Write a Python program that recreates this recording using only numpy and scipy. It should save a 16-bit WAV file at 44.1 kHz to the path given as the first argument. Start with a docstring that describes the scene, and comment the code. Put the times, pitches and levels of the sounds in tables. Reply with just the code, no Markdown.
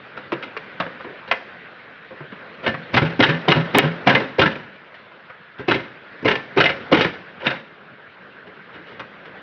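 """Shelf trim beaten onto its clips

Inside a stripped car cabin a hand pushes and beats the rear shelf trim onto its clips. Shaped noise drives
ringing modes and broad colours: dull palm thuds, a clatter of plastic on sheet metal that bounces away, and
soft contacts and dense rattle swarms that swell up. The shelf booms as a low climbing note, sparse echoes give
the cabin, and street wash with cloth rustle comes from random spectra. A dull camera microphone overloads
once, as one wrapped sample."""
import sys
import numpy as np
from scipy import signal
from scipy.fft import rfft, irfft
from scipy.io import wavfile
from scipy.ndimage import uniform_filter1d, minimum_filter1d

SR = 44100
rng = np.random.default_rng(int(sys.argv[2]) if len(sys.argv) > 2 else 0)


def materialize(psi):
    """Save the field psi as 16-bit PCM at rate SR to the path in sys.argv[1].

    A 1-D psi becomes a single channel; in a 2-D psi each row is a channel.
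    """
    bounded = np.clip(np.atleast_2d(psi).T, -1, 1)
    quanta = np.round(bounded * 32767).astype(np.int16)
    wavfile.write(sys.argv[1], SR, quanta)


N = 415422  # samples in the scene
LENGTH = 8192  # samples in one contact sound

# Palm landings: start_s, push_level_db, pitch_hz, dying_s, rattle_db (the level its rattle falls away from)
PALMS = [(2.627, -28.5, 546, 0.11, -25.5), (2.927, -16.5, 135, 0.21, -6), (3.19, -8.5, 358, 0.07, -5.5),
         (3.475, -13.5, 361, 0.12, -10), (3.736, -14, 358, 0.15, -8), (4.06, -13, 159, .067, -8.5),
         (4.136, -14, 142, 0.032, -18), (4.381, -10, 432, 0.036, -11), (5.674, -16.5, 343, 0.22, -14.5),
         (6.221, -27.5, 368, .1, -24), (6.245, -11.5, 426, 0.054, -16), (6.56, -14, 372, 0.21, -12),
         (6.912, -10.5, 375, 0.1, -6), (7.423, -30, 398, 0.15, -15)]
# Modes of the trim on its sheet metal: pitch_hz, level_db, t60_s
TRIM_MODES = [(767, 9.5, 0.024), (852, 3, 0.12), (957, 8.5, 0.079), (1088, 6, 0.039), (1305, 8.5, 0.0604),
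              (1532, -8.5, 0.27), (1770, 0, 0.18), (2062, 3.5, 0.087), (2370, -14, .07), (2540, 0, 0.055),
              (2850, -3.5, .06), (3010, -12.5, 0.038), (3400, -14, .04), (3690, 6, 0.037), (3866, 6, 0.029)]
# Low modes of the body: pitch_hz, level_db, t60_s
BODY_MODES = [(138, 0.0045, 0.28), (189.3, 0.0019, 0.082), (248.4, 0, 0.055), (317, 0.017, 0.11),
              (398, 0.013, 0.023), (434.5, 0.024, 0.12), (502, 0, 0.061), (549, 0.011, 0.23),
              (680, 0.0088, .06)]
# Broad colour of the clatter: frequency_hz, relative_density_db (per Hz)
CLATTER_COLOUR = [(290, -41.5), (500, -3), (1210, -9), (1530, -4), (1930, -7), (2060, -7.5), (2230, -6),
                  (2920, -14), (5390, -24.5), (6160, -31.5), (7200, -58), (9360, -99), (15800, -120)]
# Broad colour of the thud: frequency_hz, relative_density_db (per Hz)
THUD_COLOUR = [(15, -38.5), (25, -18.5), (111, -1), (345, -1.5), (608, -6.5), (738, -15.5), (1040, -3.5),
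               (1200, -23.5), (1560, -49), (2640, -120)]


def amp(db):
    """Decibels to gain."""
    return 10 ** (np.asarray(db) / 20)


def evened(x):
    """Scales to rms 1."""
    return x / np.sqrt(np.mean(x ** 2, axis=-1, keepdims=True) + 1e-20)


def read(points, hz):
    """Reads a table of (Hz, value) along a log-frequency axis."""
    f, value = np.transpose(points)
    return np.interp(np.log(hz + 1), np.log(f + 1), value)


def add(mix, start_s, sound):
    """Mixes a sound in at its start time."""
    part = mix[round(start_s * SR):][:len(sound)]
    part += sound[:len(part)]


def place(starts_s, sounds):
    """Mixes the sounds at their times, ends faded."""
    out = np.zeros(N)
    fade = signal.windows.tukey(2 * LENGTH, .3)[LENGTH:]
    for start_s, sound in zip(starts_s.ravel(), sounds * fade):
        add(out, start_s, sound)
    return out


def lowpass(x, hz):
    """Steep band limit by a long linear-phase filter."""
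    taps = signal.firwin(511, hz, window=("kaiser", 9), fs=SR)
    return signal.oaconvolve(x, taps, "same")


def swell(rise_s, dying_s):
    """Envelope of peak 1: a rounded rise and a fall of 60 dB per dying time."""
    t = np.arange(LENGTH) / SR
    rise = (1 - np.exp(-t / np.clip(rise_s, 2e-4, .05))) ** 2
    shape = rise * amp(-60 * t / np.clip(dying_s, .006, .4))
    return shape / shape.max(axis=1, keepdims=True)


def causal(colour):
    """Minimum-phase response of a colour, so that nothing sounds before the blow."""
    hz = abs(np.fft.fftfreq(2 * LENGTH, 1 / SR))
    log_gain = np.log(amp(np.maximum(read(colour, hz), -100)))
    return np.exp(log_gain - 1j * signal.hilbert(log_gain).imag)[:LENGTH + 1]


def ringing(modes):
    """One decaying sine response per mode, of equal energy before its level."""
    t = np.arange(2 * LENGTH) / SR
    return np.array([amp(db) * rfft(evened(amp(-60 * t / t60) * np.sin(2 * np.pi * hz * t)))
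                     for hz, db, t60 in modes])


def struck(modes, spot_hz, reach, far, colour):
    """Two responses of a struck spot: its modes, those near its pitch strongest, and a broad colour."""
    distance = np.log(np.array(modes)[:, 0] / spot_hz)
    weight = np.exp(-(distance / reach) ** 2) + far
    signs = rng.choice([-1., 1.], weight.shape)
    rings = (weight * signs) @ ringing(modes)
    hz = np.fft.rfftfreq(2 * LENGTH, 1 / SR) + 1
    # The damped spot itself lifts a wide band
    broad = 1 + 1.5 / (1 + 4j * (hz / spot_hz - spot_hz / hz))
    return np.array([rings, broad]) * causal(colour)


def drive(shape, responses, ring_share, grit_db):
    """Uneven small contacts, in clumps of about a millisecond, pass the ringing and the broad response."""
    noise, sizes = rng.standard_normal((len(shape), 2, LENGTH)).transpose(1, 0, 2)
    clumps = evened(uniform_filter1d(sizes, size=40))
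    force = noise * shape * amp(grit_db * clumps)
    rings, broad = evened(irfft(rfft(force, 2 * LENGTH) * responses)[..., :LENGTH])
    ring_share = np.clip(ring_share, 0, 1)
    blend = evened(ring_share * rings + (1 - ring_share) * broad)
    # A longer envelope carries more energy
    return blend * np.sqrt(np.mean(shape ** 2, axis=1, keepdims=True))


def contacts(start_s, peak_db, bite_db, thud_db, spot_hz, thud_hz, dying_s, first_gain, rise_s):
    """A short first contact, then a swarm: clatter of the trim, its treble bite and a slower body thud."""
    # Stiff, high spots ring more: spot_pitch_hz, ring_share (0-1)
    ring_by_pitch = [(800, 0.2), (1500, 0.27), (2100, 0.4), (3000, 0.5)]
    low, high = (signal.freqz(*signal.butter(2, 2400, kind, fs=SR), LENGTH + 1)[1] for kind in ("low", "high"))
    first = first_gain * swell(0.00021 + 0 * start_s, 0.0069)

    clatter_shape = 0.99 * first + swell(0.0011 + rise_s, dying_s)
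    spot = struck(TRIM_MODES, spot_hz, .07, .12, CLATTER_COLOUR)
    clatter = drive(clatter_shape, low * spot, read(ring_by_pitch, spot_hz), grit_db=4.5)
    clatter = clatter / abs(clatter).max(axis=1, keepdims=True)

    # The stiff clips ring high; gentle contacts are duller
    clip = struck(TRIM_MODES, 3050 + 0 * start_s, .08, .2, CLATTER_COLOUR)
    dulling_hz = 6000 * amp(0.3 * peak_db)
    clip = clip / (1 + 1j * np.fft.rfftfreq(2 * LENGTH, 1 / SR) / dulling_hz)
    bite_shape = first + swell(0.0024 + rise_s, 0.6 * dying_s)
    bite = drive(bite_shape, high * clip, ring_share=0.38, grit_db=3.0)

    body = struck(BODY_MODES, thud_hz, 0.082, .2, THUD_COLOUR)
    thud_shape = swell(0.00063 + rise_s, 1.08 * dying_s)
    thud = drive(thud_shape, body, ring_share=.47, grit_db=1.0)

    treble_and_clatter = amp(peak_db) * (clatter + amp(bite_db) * bite)
    return place(start_s, treble_and_clatter + amp(thud_db) * thud)


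def knocks():
    """Hard contacts of trim and metal start at once, with a strong first crack."""
    # Distinct contacts: start_s, clatter_peak_db, bite_db (above 2.4 kHz, against the clatter peak),
    # thud_level_db, spot_pitch_hz, thud_pitch_hz, dying_s (bite and thud scale it)
    knock_table = [(0.17, -20, -19.5, -35.5, 1400, 530, 0.14), (0.32, -12, -15, -18, 1270, 283, 0.11),
                   (0.425, -23.5, -6, -37.5, 1430, 256, 0.13), (0.566, -16.5, -12.5, -29, 1060, 465, 0.087),
                   (0.8, -8.5, -19, -22, 1140, 520, 0.11), (0.864, -23.5, -19, -26.5, 1590, 536, 0.044),
                   (1, -24, -22, -38, 1540, 511, 0.12), (1.044, -25, -26, -32, 1730, 390, 0.28),
                   (1.277, -33, -3, -34, 1960, 500, 0.12), (1.312, -6, -10, -25.5, 2200, 475, 0.068),
                   (2.107, -38, -17, -33.5, 703, 468, 0.16), (2.205, -34, -18, -29, 1320, 208, 0.077),
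                   (2.321, -26, -28, -31.5, 1450, 208, 0.069), (2.663, -10.5, -13, -18, 1810, 500, 0.071),
                   (2.676, -14.5, -10, -20, 1660, 266, 0.12), (2.741, -17.5, -38, -23, 1130, 141, 0.05),
                   (2.94, -8, -9, -20, 840, 127, 0.087), (2.964, -3, -14.5, -17.5, 1520, 344, 0.13),
                   (2.974, -6, -10, -21.5, 2570, 323, 0.043), (3.017, -22, -8.5, -13.5, 960, 141, 0.1),
                   (3.202, -5, -8.5, -12.5, 705, 363, 0.06), (3.225, -4.5, -9.5, -21.5, 1820, 540, 0.065),
                   (3.235, -3, -10, -24, 1690, 670, 0.068), (3.291, -10.5, -14, -20.5, 1730, 148, 0.22),
                   (3.483, -7.5, -7, -10.5, 753, 360, 0.074), (3.502, -15, -5, -21, 1550, 320, 0.16),
                   (3.518, -2, -9.5, -20, 3060, 331, 0.045), (3.557, -15.5, -11, -18, 942, 145, 0.2),
                   (3.746, -6.5, -9.5, -12.5, 3030, 376, 0.078), (3.77, -12, -9, -11, 974, 385, 0.071),
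                   (3.784, -5, -4, -18, 2910, 368, 0.06), (3.837, -15.5, -16, -20.5, 1410, 147, 0.2),
                   (4.071, 0.5, -15.5, -12, 740, 227, 0.092), (4.095, -3, -17, -17, 1530, 620, 0.15),
                   (4.149, -3, -12.5, -19, 2060, 447, 0.081), (4.163, -22, -19, -18, 2060, 564, 0.13),
                   (4.199, -18, -10, -18.5, 1570, 423, 0.089), (4.392, -7.5, -8, -13.5, 696, 336, 0.16),
                   (4.415, -4, -13, -17, 1330, 421, 0.13), (4.456, -6.5, -12.5, -16.5, 1770, 248, 0.11),
                   (4.555, -26.5, -10, -30, 2420, 500, 0.058), (4.942, -29.5, -15.5, -56, 1800, 307, 0.11),
                   (5.114, -32, -27, -50, 950, 544, 0.093), (5.296, -27.5, -21.5, -46, 1420, 428, 0.074),
                   (5.594, -33, -16.5, -27, 1130, 464, 0.089), (5.682, -9, -14.5, -21.5, 2500, 350, 0.2),
                   (5.711, -6, -12, -20, 1550, 450, 0.091), (5.742, -13.5, -12, -21, 2050, 367, 0.18),
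                   (6.253, -11.5, -12, -18, 2040, 432, 0.13), (6.278, -5, -12, -20, 1760, 417, 0.2),
                   (6.308, -14, -4, -21.5, 1750, 450, 0.14), (6.353, -16, -7.5, -24, 1770, 495, 0.061),
                   (6.573, -6.5, -11.5, -11.5, 1190, 385, 0.14), (6.602, -1, -10.5, -16, 1330, 560, 0.07),
                   (6.639, -11.5, -4.5, -20, 1800, 514, 0.071), (6.655, -3.5, -13.5, -28, 2100, 657, 0.12),
                   (6.692, -13, -10, -24.5, 2030, 550, 0.14), (6.923, -4, -10, -6.5, 1300, 376, 0.067),
                   (6.941, -12.5, -19, -25, 970, 385, 0.15), (6.969, -11, -11, -17.5, 810, 416, 0.23),
                   (7.008, -3.5, -12.5, -17, 1790, 425, 0.12), (7.045, -11.5, -8, -17.5, 1780, 433, 0.081),
                   (7.465, -8, -7, -21, 2100, 189.5, 0.087), (7.502, -15, -12, -29, 1580, 502, 0.18),
                   (8.468, -36.5, -12, -40, 1560, 446, 0.15), (8.995, -21.5, -11.5, -35.5, 1100, 600, 0.11)]
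    columns = np.transpose(knock_table)[:, :, None]
    return contacts(*columns, first_gain=amp(-0.5), rise_s=0 * columns[0])


def palms():
    """Soft flesh gives a slow push on the body with a faint slap on the trim."""
    start_s, push_db, pitch_hz, dying_s = np.transpose(PALMS)[:4, :, None]
    slap_db = -13.5  # against the push
    shape = swell(.005, dying_s)
    body = struck(BODY_MODES, pitch_hz, 0.21, 0.17, THUD_COLOUR)
    push = drive(shape, body, ring_share=0.64, grit_db=-3.0)
    trim = struck(TRIM_MODES, pitch_hz, 1, 1, CLATTER_COLOUR)
    slap = drive(shape, trim, ring_share=0, grit_db=2.0)
    return place(start_s, amp(push_db) * (push + amp(slap_db) * slap))


def rattles(count=7):
    """After each palm the loose trim bounces at uneven moments, ever weaker but for a small random spread."""
    from_s, to_s = .025, .26  # after the palm
    fall_db_per_s, spread_db = 114, 1
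    bite_db, thud_db = -10, -11.5  # against each bounce
    when, size, spot, body = rng.random((len(PALMS), count, 4)).transpose(2, 0, 1)
    after_s = from_s + (to_s - from_s) * (np.arange(count) + when) / count
    palm_s, rattle_db = np.array(PALMS)[:, [0, 4]].T[:, :, None]
    peak_db = rattle_db - fall_db_per_s * after_s + spread_db * (2 * size - 1)
    start_s, peak_db = (palm_s + after_s).reshape(-1, 1), peak_db.reshape(-1, 1)
    spot_hz = np.interp(spot, (0, 1), (1000, 2100)).reshape(-1, 1)
    thud_hz = np.interp(body, (0, 1), (150, 532)).reshape(-1, 1)
    return contacts(start_s, peak_db, bite_db, peak_db + thud_db, spot_hz, thud_hz,
                    dying_s=0.12, first_gain=0.27, rise_s=0 * start_s)


def swarms():
    """Soft contacts and dense rattle swarms on the trim: they swell up, with no first crack."""
    # Swarms: start_s, clatter_peak_db, rise_s (added to each layer's own rise), dying_s (bite and thud scale it)
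    swarm_table = [(2.625, -22.5, .02, 0.19), (2.84, -39.5, .04, .3), (5.575, -26, 0.025, 0.19),
                   (6.265, -14, 0.013, 0.19), (7.389, -25, .04, 0.2), (7.435, -16, 0.027, 0.21),
                   (8.721, -32.5, 0.018, 0.28), (8.751, -34, .004, 0.065), (8.85, -32, 0.044, 0.38),
                   (9.246, -32.5, .02, 0.11)]
    start_s, peak_db, rise_s, dying_s = np.transpose(swarm_table)[:, :, None]
    bite_db, thud_db = -14.5, -15  # against the clatter peak
    spot_hz, thud_hz = 1480 + 0 * start_s, 418 + 0 * start_s
    return contacts(start_s, peak_db, bite_db, peak_db + thud_db, spot_hz, thud_hz, dying_s,
                    first_gain=0, rise_s=rise_s)


def booms():
    """The shelf springs back: one low note swells, climbs and dies; the higher notes ride with it."""
    # Spring-backs: start_s, low_note_peak_db
    boom_table = [(2.737, -32.5), (3.014, -15.5), (3.282, -15), (3.552, -13.5), (3.833, -15.5)]
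    # Higher notes of the shelf: pitch_hz, level_db (against the low note)
    shelf_notes = [(250, -13.5), (435, -16), (560, -12.5)]
    start_hz, settled_hz = 140.4, 168.2  # the note climbs as the shelf beds down on its clips
    climb_s, swell_s, dying_s = 0.042, 0.015, 0.3
    out, t = np.zeros(N), np.arange(SR // 2) / SR
    low_hz = settled_hz - (settled_hz - start_hz) * np.exp(-(t / climb_s) ** 2)
    low_note = np.sin(2 * np.pi * np.cumsum(low_hz) / SR)
    notes = low_note + sum(amp(db) * np.sin(2 * np.pi * hz * t) for hz, db in shelf_notes)
    shape = (1 - np.exp(-t / swell_s)) * amp(-60 * t / dying_s)
    for start_s, peak_db in boom_table:
        add(out, start_s, amp(peak_db) * shape / shape.max() * notes)
    return out


def cabin(x):
    """Sparse echoes of random sign off glass and bare metal, each band dying at its own speed."""
    # Decay of the cabin: frequency_hz, t60_s
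    cabin_decay = [(200, 0.56), (3000, 0.34), (6000, 0.55)]
    taps = np.zeros(SR // 2)
    at = np.arange(100, SR // 2 - 20, 20)
    taps[at + rng.integers(0, 20, len(at))] = rng.choice([-1., 1.], len(at))
    hz, t, spectra = signal.stft(taps, SR, nperseg=256)
    decay = amp(-60 * t / read(cabin_decay, hz)[:, None])
    tail = signal.istft(spectra * decay, SR, nperseg=256)[1]
    return signal.fftconvolve(x, tail / np.linalg.norm(tail))[:N]


def wash():
    """Street wash and cloth rustle: random short-time spectra with drifting patches and a light flicker."""
    # Colour of the wash: frequency_hz, relative_density_db (per Hz)
    wash_colour = [(30, -24), (190, -3.5), (310, -8), (500, -3), (800, -8), (1100, -6), (1550, 0.5),
                   (2000, -5), (2700, -11), (3800, -19), (5300, -33.5), (7200, -51)]
    # Course of wash and rustle: time_s, relative_level_db, rumble_db (extra weight under 700 Hz)
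    stir = [(0.0, -44, 4.5), (0.97, -42, 1.5), (2.02, -45.5, 1), (3.67, -37, 7.5), (4.85, -46.5, 1),
            (5.51, -47.5, -2), (6.9, -40.5, 7), (7.66, -48, 2.5), (9.42, -45, 5.5)]
    frames, hz = N // 128 + 5, np.fft.rfftfreq(512, 1 / SR)[:, None]
    real, imag, patches = rng.standard_normal((frames, 257, 3)).T
    patches = uniform_filter1d(uniform_filter1d(patches, size=16, axis=1), size=5, axis=0)
    patches_db = 2.0 * patches / patches.std()
    flicker_db = 0.3 * evened(uniform_filter1d(rng.standard_normal(frames), size=5))

    time_s, level_db, rumble_db = np.transpose(stir)
    t = np.arange(frames) * 128 / SR
    level_now_db = np.interp(t, time_s, level_db)
    tilt_db = np.interp(t, time_s, rumble_db) / (1 + (hz / 700) ** 4)
    # Busier is brighter
    tilt_db += 0.22 * (level_now_db - level_db.min()) / (1 + (2500 / (hz + 1)) ** 4)
    spectra = (real + 1j * imag) * amp(patches_db + flicker_db + tilt_db + level_now_db)
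    uncoloured = signal.istft(spectra, nperseg=512, noverlap=384)[1][:N]

    colour = amp(read(wash_colour, np.fft.rfftfreq(N, 1 / SR)))
    colour = colour / np.sqrt(np.mean(colour ** 2))
    return amp(-20.5) * irfft(rfft(uncoloured) * colour, N)


def scene():
    """Blows, rattles and swarms with their cabin echoes, the booms and the wash."""
    blows = knocks() + palms() + rattles() + swarms()
    echoes = amp(-10.5) * cabin(blows)
    return (blows + echoes + booms() + wash())[None]


def record(dry):
    """Thin dull microphone, peak limiter, one wrapped sample, converter hiss, band limit."""
    overload_s, overload_db, hiss_db = 3.7853, 5, -102
    x = signal.sosfilt(signal.butter(2, 75, "high", fs=SR, output="sos"), dry[0])
    x = signal.sosfilt(signal.butter(4, 5600, fs=SR, output="sos"), x)
    x = lowpass(x, 7100)
    # Sliding peak, smoothed, holds the level near 0.93
    peak = uniform_filter1d(-minimum_filter1d(-abs(x), size=161), size=81)
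    x = x / np.maximum(peak / .93, 1)
    # The deepest trough near the overload wraps round to the top
    near = round(overload_s * SR) + np.arange(-30, 30)
    x[near[np.argmin(x[near])]] += amp(overload_db)
    hiss = amp(hiss_db) * rng.standard_normal(N)
    return lowpass(x + hiss, 16400)[None]


dry = scene()
out = record(dry)
materialize(out)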